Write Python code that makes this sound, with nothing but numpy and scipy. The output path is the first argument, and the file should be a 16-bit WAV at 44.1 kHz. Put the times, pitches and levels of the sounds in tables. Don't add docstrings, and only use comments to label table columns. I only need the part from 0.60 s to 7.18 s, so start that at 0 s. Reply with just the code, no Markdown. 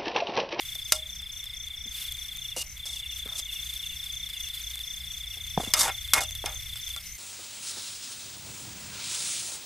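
import sys
import numpy as np
from scipy import signal
from scipy.fft import rfft, irfft
from scipy.io import wavfile

SR = 44100
rng = np.random.default_rng(int(sys.argv[2]) if len(sys.argv) > 2 else 0)


def pcm_store(signal):
    levels = np.round(np.clip(np.atleast_2d(signal), -1, 1) * 32767)
    wavfile.write(sys.argv[1], SR, levels.astype(np.int16).T)


N = 290178

# (frequency [Hz], relative level [dB])
AIR_SPECTRUM = [(20, -6), (60, -2), (130, -15.5), (230, -34), (500, -32.5), (1100, -31), (1600, -25),
                (2600, -19.5), (4500, -31), (7000, -28), (16000, -37)]
# (frequency [Hz], side minus mid [dB])
STEREO_WIDTH = [(60, -5.5), (110, -13.5), (200, 0.5), (380, -4.5), (700, -9.5), (1290, -33), (2380, -41),
                (4400, -11), (8120, -15), (15000, -8)]
# (frequency [Hz], width [Hz], level [dB])
HUM_PARTIALS = [(61, 7.7, -51), (117.4, 6.2, -63), (178.5, 2.7, -67.5)]
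# (time [s], level [dB])
FIRE_LEVELS = [(4.6, -66), (4.8, -50), (5.4, -50), (5.65, -45.5), (6.15, -47.5), (6.35, -57)]
# (centre [Hz], width [Hz], pulse rate [Hz], pulse depth [0-1])
CHORUS_BUZZ = (2139, 214, 140, 0.57)
# (time [s], level [dB])
SIZZLE_LEVELS = [(0, -45.5), (.7, -50), (1.3, -51.5), (1.75, -49), (2.45, -48.5), (3.1, -44), (3.6, -45),
                 (4.3, -45), (4.85, -45), (5.4, -42.5), (5.75, -45), (6.3, -41.5), (6.58, -47)]
# (peak time [s], level [dB])
SIZZLE_SURGES = [(0, -40.5), (1.36, -36.5), (1.66, -46.5), (2.56, -43.5), (2.94, -40), (3.95, -42.5),
                 (4.2, -59)]
# (frequency [Hz], relative level [dB])
SIZZLE_SPECTRUM = [(700, -23.5), (1500, -8.5), (3000, 2.5), (6000, -3), (8000, -2.5), (10000, 0.5),
                   (11500, -3.5), (13200, 2), (14500, -1.5), (16000, 0)]

# (start pitch [Hz], end pitch [Hz], length [s], left minus right [dB], right lag [s], roughness [0-1])
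NEAR_STROKE = (3640, 3230, .0235, 2.3, -.00002, .15)
HIGH_STROKE = (6450, 5950, 0.018, 6.5, 0.000039, 0.64)
NEIGHBOUR_STROKE = (6000, 5500, 0.02, 7.6, 0.000043, 0.32)
THIN_STROKE = (5450, 4650, .03, 2.5, .00002, .05)
LOW_STROKE = (2970, 2540, .045, -1.5, 0, .05)
# (time [s], level [dB])
NEAR_TRILLS = [
    [(0.025, -31.5), (0.837, -34.5), (1.454, -31), (1.857, -33), (1.927, -31.5)],
    [(2.172, -32.5), (2.763, -31), (3.168, -30.5), (4.177, -32), (4.979, -32.5), (5.588, -31.5),
     (5.999, -34.5), (6.202, -32), (6.379, -32)],
]
# (first stroke [s], level [dB])
FAR_HIGH_CHIRPS = [(0.027, -48), (0.223, -45), (0.476, -45.5), (0.725, -46), (0.97, -44), (1.266, -44.5),
                   (1.515, -45), (1.763, -46), (2.069, -45), (2.52, -43), (2.765, -43.5), (3.021, -43.5),
                   (3.261, -44), (3.523, -42), (3.779, -43), (4.019, -42), (4.282, -42.5), (4.526, -43.5),
                   (4.819, -43.5), (5.062, -45), (5.328, -44.5), (5.643, -42), (5.894, -39.5), (6.221, -42),
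                   (6.471, -41)]
# (first stroke [s], length [s], level [dB])
FAR_THIN_PHRASES = [(.22, .045, -45), (.55, .15, -49), (.865, 0.093, -49), (1.175, .14, -52.5),
                    (3.373, 0.18, -49.5), (3.70, .153, -50), (3.985, 0.07, -51), (4.254, .154, -47.5),
                    (4.575, 0.2, -52), (4.896, .051, -52), (6.163, .114, -46), (6.408, 0.065, -45.5)]
FAR_LOW_PHRASES = [(1.845, .076, -46), (2.367, .153, -42.5), (2.894, .072, -42), (3.242, .073, -41.5),
                   (3.764, .083, -43), (4.734, 0, -46), (5.051, 0, -40), (5.638, 0, -41)]
# (delay [s], gain [dB])
FIELD_ECHOES = [(.009, -14), (.017, -10.5), (.033, -11.5)]

# (time [s], level [dB])
FAT_SPITS = [(0.1535, -28.5), (0.6197, -36), (0.841, -30), (0.8574, -31.5), (1.0849, -35), (1.5225, -22.5),
             (1.7714, -28.5), (2.6768, -31), (3.1388, -27.5), (3.4416, -27.5), (3.69, -29), (4.1563, -25),
             (4.1912, -26.5), (4.5185, -30), (5.4768, -29), (5.691, -28), (5.7091, -24), (6.2914, -30)]
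# (time [s], level [dB], body pitch [Hz], t60 [s])
STONE_KNOCKS = [(.155, -52.5, 596, 0.054), (1.258, -49.5, 216, 0.14), (1.964, -32.5, 506, 0.072),
                (2.659, -42.5, 410, 0.058), (4.77, -56.5, 664, 0.14), (4.9762, -17.5, 180, 0.041),
                (4.976, -13.5, 662, 0.02), (4.999, -26, 650, 0.065), (5.034, -32, 442, 0.026),
                (5.075, -29.5, 204, 0.04), (5.841, -29, 700, 0.04)]
# (time [s], crack level [dB], crack t60 [s], bowl ring [dB], rim ring [dB],
# bowl pitch favoured by the spot [Hz])
SPOON_TAPS = [(0.3217, -4.5, 0.025, -26, -24, 1180), (2.2555, -46, 0.0082, -52, -44, 790),
              (5.1367, -6, 0.027, -33, -24.5, 2210), (5.5349, -5.5, 0.041, -20.5, -49, 1630),
              (5.578, -36, 0.017, -21, -41, 2280), (5.8598, -15, 0.0065, -30, -35, 2364),
              (6.157, -30, 0.017, -52.5, -57, 1410), (6.363, -23.5, 0.0095, -41.5, -68, 1270)]
# (touch [s], speeding up [s], contact [s], fastest scrape [dB],
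# its fall [dB/s], grind at touch [dB], at lift [dB], hollow pitch at touch [Hz], at lift [Hz])
SPOON_STROKES = [(.326, 0.0012, 0.097, -29.5, 250, -35, -78, 1200, 780),
                 (1.964, 0, 0.06, -31, 7, -45, -50, 598, 870),
                 (2.255, 0, .15, -40.5, 26, -54, -69, 797, 600),
                 (2.659, 0.13, .14, -32, 30, -49.5, -55.5, 1228, 1300),
                 (4.985, 0.014, .125, -39.5, 45, -46.5, -49, 800, 670),
                 (5.145, 0.053, 0.15, -17.5, 173, -30.5, -27.5, 1313, 760),
                 (5.539, 0.021, 0.0521, -27, 60, -27.5, -23.5, 1096, 720),
                 (5.606, 0, 0.033, -27.5, 112, -32, -41, 801, 640),
                 (5.863, 0, 0.11, -47, 110, -33.5, -57, 839, 540)]
# (frequency [Hz], relative level [dB], t60 [s])
PAN_MODES = [(622, -7.5, 0.29), (790, -9, 0.17), (970, -35, 0.1), (1170, -1.5, 0.049), (1376, -7.5, 0.099),
             (2156, -2, 0.13), (2460, -11, 0.11), (2875, -7.5, 0.11), (3670, 0, 0.089), (4270, -25, 0.052),
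             (4450, -9, 0.11), (5070, -0.5, 0.096), (5340, 1, 0.057), (5840, -3, 0.032), (6100, -1, 0.048),
             (6350, 3, 0.048), (7300, -26, 0.017), (7400, -14, 0.028), (7700, 4, 0.041), (8430, -9, 0.015),
             (9750, -11, 0.053)]
# (start [s], end [s], pitch [Hz], level [dB])
EDGE_SQUEAK = (1.965, 2.03, 2830, -37)


def from_db(db):
    return 10 ** (np.asarray(db) / 20)


def rms_one(x):
    return x / np.sqrt(np.mean(x ** 2) + 1e-20)


def in_time(rows):
    return np.interp(np.arange(N) / SR, *np.transpose(rows))


def drift(rate_hz):
    pole = np.exp(-40 * np.pi * rate_hz / SR)
    slow = signal.lfilter([1], [1, -2 * pole, pole * pole], rng.standard_normal(N // 20 + 4002))[4000:]
    return np.interp(np.arange(N) / 20, np.arange(len(slow)), rms_one(slow))


def colour(x, spectrum):
    hz, db = np.transpose(spectrum)
    log_hz = np.log(np.fft.rfftfreq(N, 1 / SR) + 1)
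    return irfft(rfft(x) * from_db(np.interp(log_hz, np.log(hz), db)), N)


def wide(mid, side, spectrum):
    mid, side = colour(np.array([mid, colour(side, STEREO_WIDTH)]), spectrum)
    return np.array([mid + side, mid - side]) / np.std(mid)


def band(x, low_hz, high_hz):
    return signal.sosfilt(signal.butter(2, [low_hz, high_hz], "band", fs=SR, output="sos"), x)


def ring(drive, hz, t60):
    r, w = from_db(-60 / (t60 * SR)), 2 * np.pi * hz / SR
    return signal.lfilter([0, np.sin(w)], [1, -2 * r * np.cos(w), r * r], drive + 1e-18)


def panned(x, left_db):
    return x * from_db([[left_db / 2], [-left_db / 2]])


def night_air(level_db=-52):
    return from_db(level_db) * wide(*rng.standard_normal((2, N)), AIR_SPECTRUM)


def low_hum():
    return sum(from_db(db) * rms_one(ring(rng.standard_normal(N), hz, t60=2.27 / width))
               for hz, width, db in HUM_PARTIALS)


def fire():
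    rumble = band(rng.standard_normal((2, N)), 50.5, 108)
    return from_db(in_time(FIRE_LEVELS)) * wide(*rumble, spectrum=[(20, 7), (130, -1.5), (300, -17)])


def far_chorus(level_db=-54):
    hz, width, rate, depth = CHORUS_BUZZ
    pulse_hz = rate * (1 + 0.011 * drift(5.0))
    pulses = 1 + depth * np.sin(2 * np.pi * np.cumsum(pulse_hz) / SR)
    buzz = band(rng.standard_normal(N) * pulses, hz - width / 2, hz + width / 2)
    return from_db(level_db + drift(0.89)) * rms_one(buzz)


def sizzle(bursts_per_s=1500, rise_db_per_s=200, fall_db_per_s=41):
    t = np.arange(N) / SR
    sizes = from_db(4.5 * np.minimum(rng.exponential(1, (2, N)), 5)) * rng.standard_normal((2, N))
    bursts = sizes * (rng.random((2, N)) < bursts_per_s / SR)
    hiss = rng.standard_normal((2, N))
    surges = [db - np.where(t < s, rise_db_per_s * (s - t), fall_db_per_s * (t - s))
              for s, db in SIZZLE_SURGES]
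    level = np.sqrt(np.sum(from_db([in_time(SIZZLE_LEVELS), *surges]) ** 2, axis=0))
    flicker = from_db(1.97 * drift(31))
    return level * flicker * wide(*(bursts + hiss), SIZZLE_SPECTRUM)


def wing_strokes(strokes, shape):
    start_hz, end_hz, length, left_db, lag, roughness = shape
    out = np.zeros((2, N + SR))
    for (s, db), (pitch, size, shift, phase) in zip(strokes, rng.standard_normal((len(strokes), 4))):
        progress = np.linspace(0, 1, int(length * (1 + 0.044 * size) * SR))
        hz = (start_hz + (end_hz - start_hz) * progress ** 1.42) * (1 + .004 * pitch)
        angle = 2 * np.pi * (np.cumsum(hz) / SR - hz * [[0], [lag]]) + 9 * phase
        arch = np.abs(np.sin(np.pi * progress)) ** 0.91
        at = max(int((s + 0.001 * shift) * SR) - len(arch) // 2, 0)
        out[:, at:at + len(arch)] += from_db(db + 0.51 * size) * arch * np.sin(angle)
    return panned(out[:, :N] * (1 + roughness * drift(216)), left_db)


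def stroke_times(first_s, last_s, gap_s, slowing=1):
    count = round((last_s - first_s) / gap_s) + 1
    return first_s + (last_s - first_s) * np.linspace(0, 1, count) ** slowing


def near_cricket(gap_s=.0336, soft_start_db=-4.5):
    strokes, waver_db = [], 0.56 * drift(3.9)
    for s, db in map(np.transpose, NEAR_TRILLS):
        times = np.concatenate([stroke_times(a, b, gap_s)[:-1] for a, b in zip(s, s[1:])] + [s[-1:]])
        onset_db = soft_start_db * np.exp(-(times - s[0]) / .04)
        strokes += zip(times, np.interp(times, s, db) + onset_db + waver_db[(times * SR).astype(int)])
    return wing_strokes(strokes, NEAR_STROKE)


def chirping_cricket(chirps, shape, gap_s=.027):
    return wing_strokes([(s + k * gap_s, db) for s, db in chirps for k in range(4)], shape)


def phrasing_cricket(phrases, shape, gap_s, first_db, slowing=1):
    strokes = [(s, db + first_db * (s == start)) for start, length, db in phrases
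               for s in stroke_times(start, start + length, gap_s, slowing)]
    return wing_strokes(strokes, shape)


def far_crickets():
    high = chirping_cricket(FAR_HIGH_CHIRPS, HIGH_STROKE)
    neighbour = chirping_cricket([(.07 + k * .2195, -45) for k in range(30)], NEIGHBOUR_STROKE)
    thin = phrasing_cricket(FAR_THIN_PHRASES, THIN_STROKE, gap_s=.05, first_db=1.5, slowing=1.1)
    low = phrasing_cricket(FAR_LOW_PHRASES, LOW_STROKE, gap_s=.076, first_db=-1)
    return high + neighbour + thin + low


def field_echoes(calls):
    return sum(from_db(db) * np.roll(calls[::-1], int(s * SR), axis=1) for s, db in FIELD_ECHOES)


def fat_spits(decay_s=0.0011):
    spits, burst = np.zeros((2, N)), np.exp(-np.arange(200) / (decay_s * SR))
    for (s, db), left_db in zip(FAT_SPITS, rng.normal(0, 0.9, len(FAT_SPITS))):
        at = int(s * SR)
        spits[:, at:at + 200] += panned(from_db(db) * burst * rng.standard_normal(200), left_db)
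    return band(spits, 1740, 19000)


def stone_knocks():
    out, t = np.zeros(N), np.arange(SR // 5) / SR
    for s, db, hz, t60 in STONE_KNOCKS:
        body = np.sin(2 * np.pi * hz * (t + 0.0011 * (1 - np.exp(-t / 0.0025))))
        grit = 0.78 * rms_one(band(rng.standard_normal(len(t)), hz / 3, hz * 1.26))
        at = int(s * SR)
        out[at:at + len(t)] += from_db(db - 60 * t / t60) * (body + grit)
    return out


def tap_cracks():
    cracks, t = np.zeros(N), np.arange(SR // 10) / SR
    for s, db, t60, *_ in SPOON_TAPS:
        at = int(s * SR)
        cracks[at:at + len(t)] += from_db(db - 60 * t / t60) * rng.standard_normal(len(t))
    return band(cracks, 1660, 11300)


def pan_ring(friction, scrape_gain, grind_gain, bowl_below_hz=2600):
    tap_s, _, _, bowl_db, rim_db, spot_hz = np.transpose(SPOON_TAPS)
    at, out = (tap_s * SR).astype(int), np.zeros(N)
    for hz, mode_db, t60 in PAN_MODES:
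        if hz < bowl_below_hz:
            drive = from_db(mode_db - 36) * friction * grind_gain
            tap_db = bowl_db - 9 * np.log2(hz / spot_hz) ** 2
        else:
            drive = from_db(mode_db - 39) * friction * scrape_gain
            tap_db = rim_db
        drive[at] += from_db(tap_db + mode_db + rng.normal(0, 4, len(at)))
        out += ring(drive, hz, t60)
    return out


def spoon_motion(swell_db_per_s=398, scrape_lift_db_per_s=2500, grind_lift_db_per_s=802):
    t, scrape_gain, grind_gain, pitches = np.arange(N) / SR, np.zeros(N), np.zeros(N), []
    for touch, swell, contact, peak_db, fall, touch_db, lift_db, touch_hz, lift_hz in SPOON_STROKES:
        since = t - touch
        lifted = np.maximum(since - contact, 0)
        speed_db = np.where(since < swell, swell_db_per_s * (since - swell), fall * (swell - since))
        grind_db = np.interp(since, [0, contact], [touch_db, lift_db])
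        scrape_gain += (since >= 0) * from_db(peak_db + speed_db - scrape_lift_db_per_s * lifted)
        grind_gain += (since >= 0) * from_db(grind_db - grind_lift_db_per_s * lifted)
        pitches += [(touch, touch_hz), (touch + contact, lift_hz)]
    return scrape_gain, grind_gain, in_time(pitches)


def spoon_rub(friction, scrape_gain, grind_gain, hollow_hz):
    scrape = from_db(2) * scrape_gain * band(friction, 3640, 11100)
    grind = from_db(6) * grind_gain * band(friction, 650, 2370)
    hollow = from_db(-6.5) * grind_gain * drift(120) * np.sin(2 * np.pi * np.cumsum(hollow_hz) / SR)
    return scrape + grind + hollow


def spoon_squeak():
    start, end, hz, db = EDGE_SQUEAK
    t = np.arange(N) / SR
    level = from_db(db) * ((t > start) & (t < end)) * (1 + .7 * drift(60))
    return level * np.sin(2 * np.pi * (hz * t + .2 * drift(25)))


def spoon_on_pan():
    scrape_gain, grind_gain, hollow_hz = spoon_motion()
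    friction = rng.standard_normal((2, N)) * from_db(2.65 * drift(160))
    mid = tap_cracks() + pan_ring(friction[0], scrape_gain, grind_gain)
    mid += spoon_rub(friction[1], scrape_gain, grind_gain, hollow_hz) + spoon_squeak()
    side = from_db(-9) * band(np.roll(mid, 31) + np.roll(mid, 113), 7500, 16000)
    return np.array([mid - side, mid + side])


def scene():
    far, near = far_crickets(), near_cricket()
    crickets = near + far + field_echoes(far + from_db(-9.5) * near)
    field = crickets + far_chorus() + night_air() + low_hum()
    return field + fire() + sizzle() + fat_spits() + spoon_on_pan() + stone_knocks()


def record(dry, cutoff_hz=16100):
    return signal.sosfilt(signal.cheby2(12, 70, cutoff_hz, fs=SR, output="sos"), np.clip(dry, -1, 1))


dry = scene()
out = record(dry)
pcm_store(out)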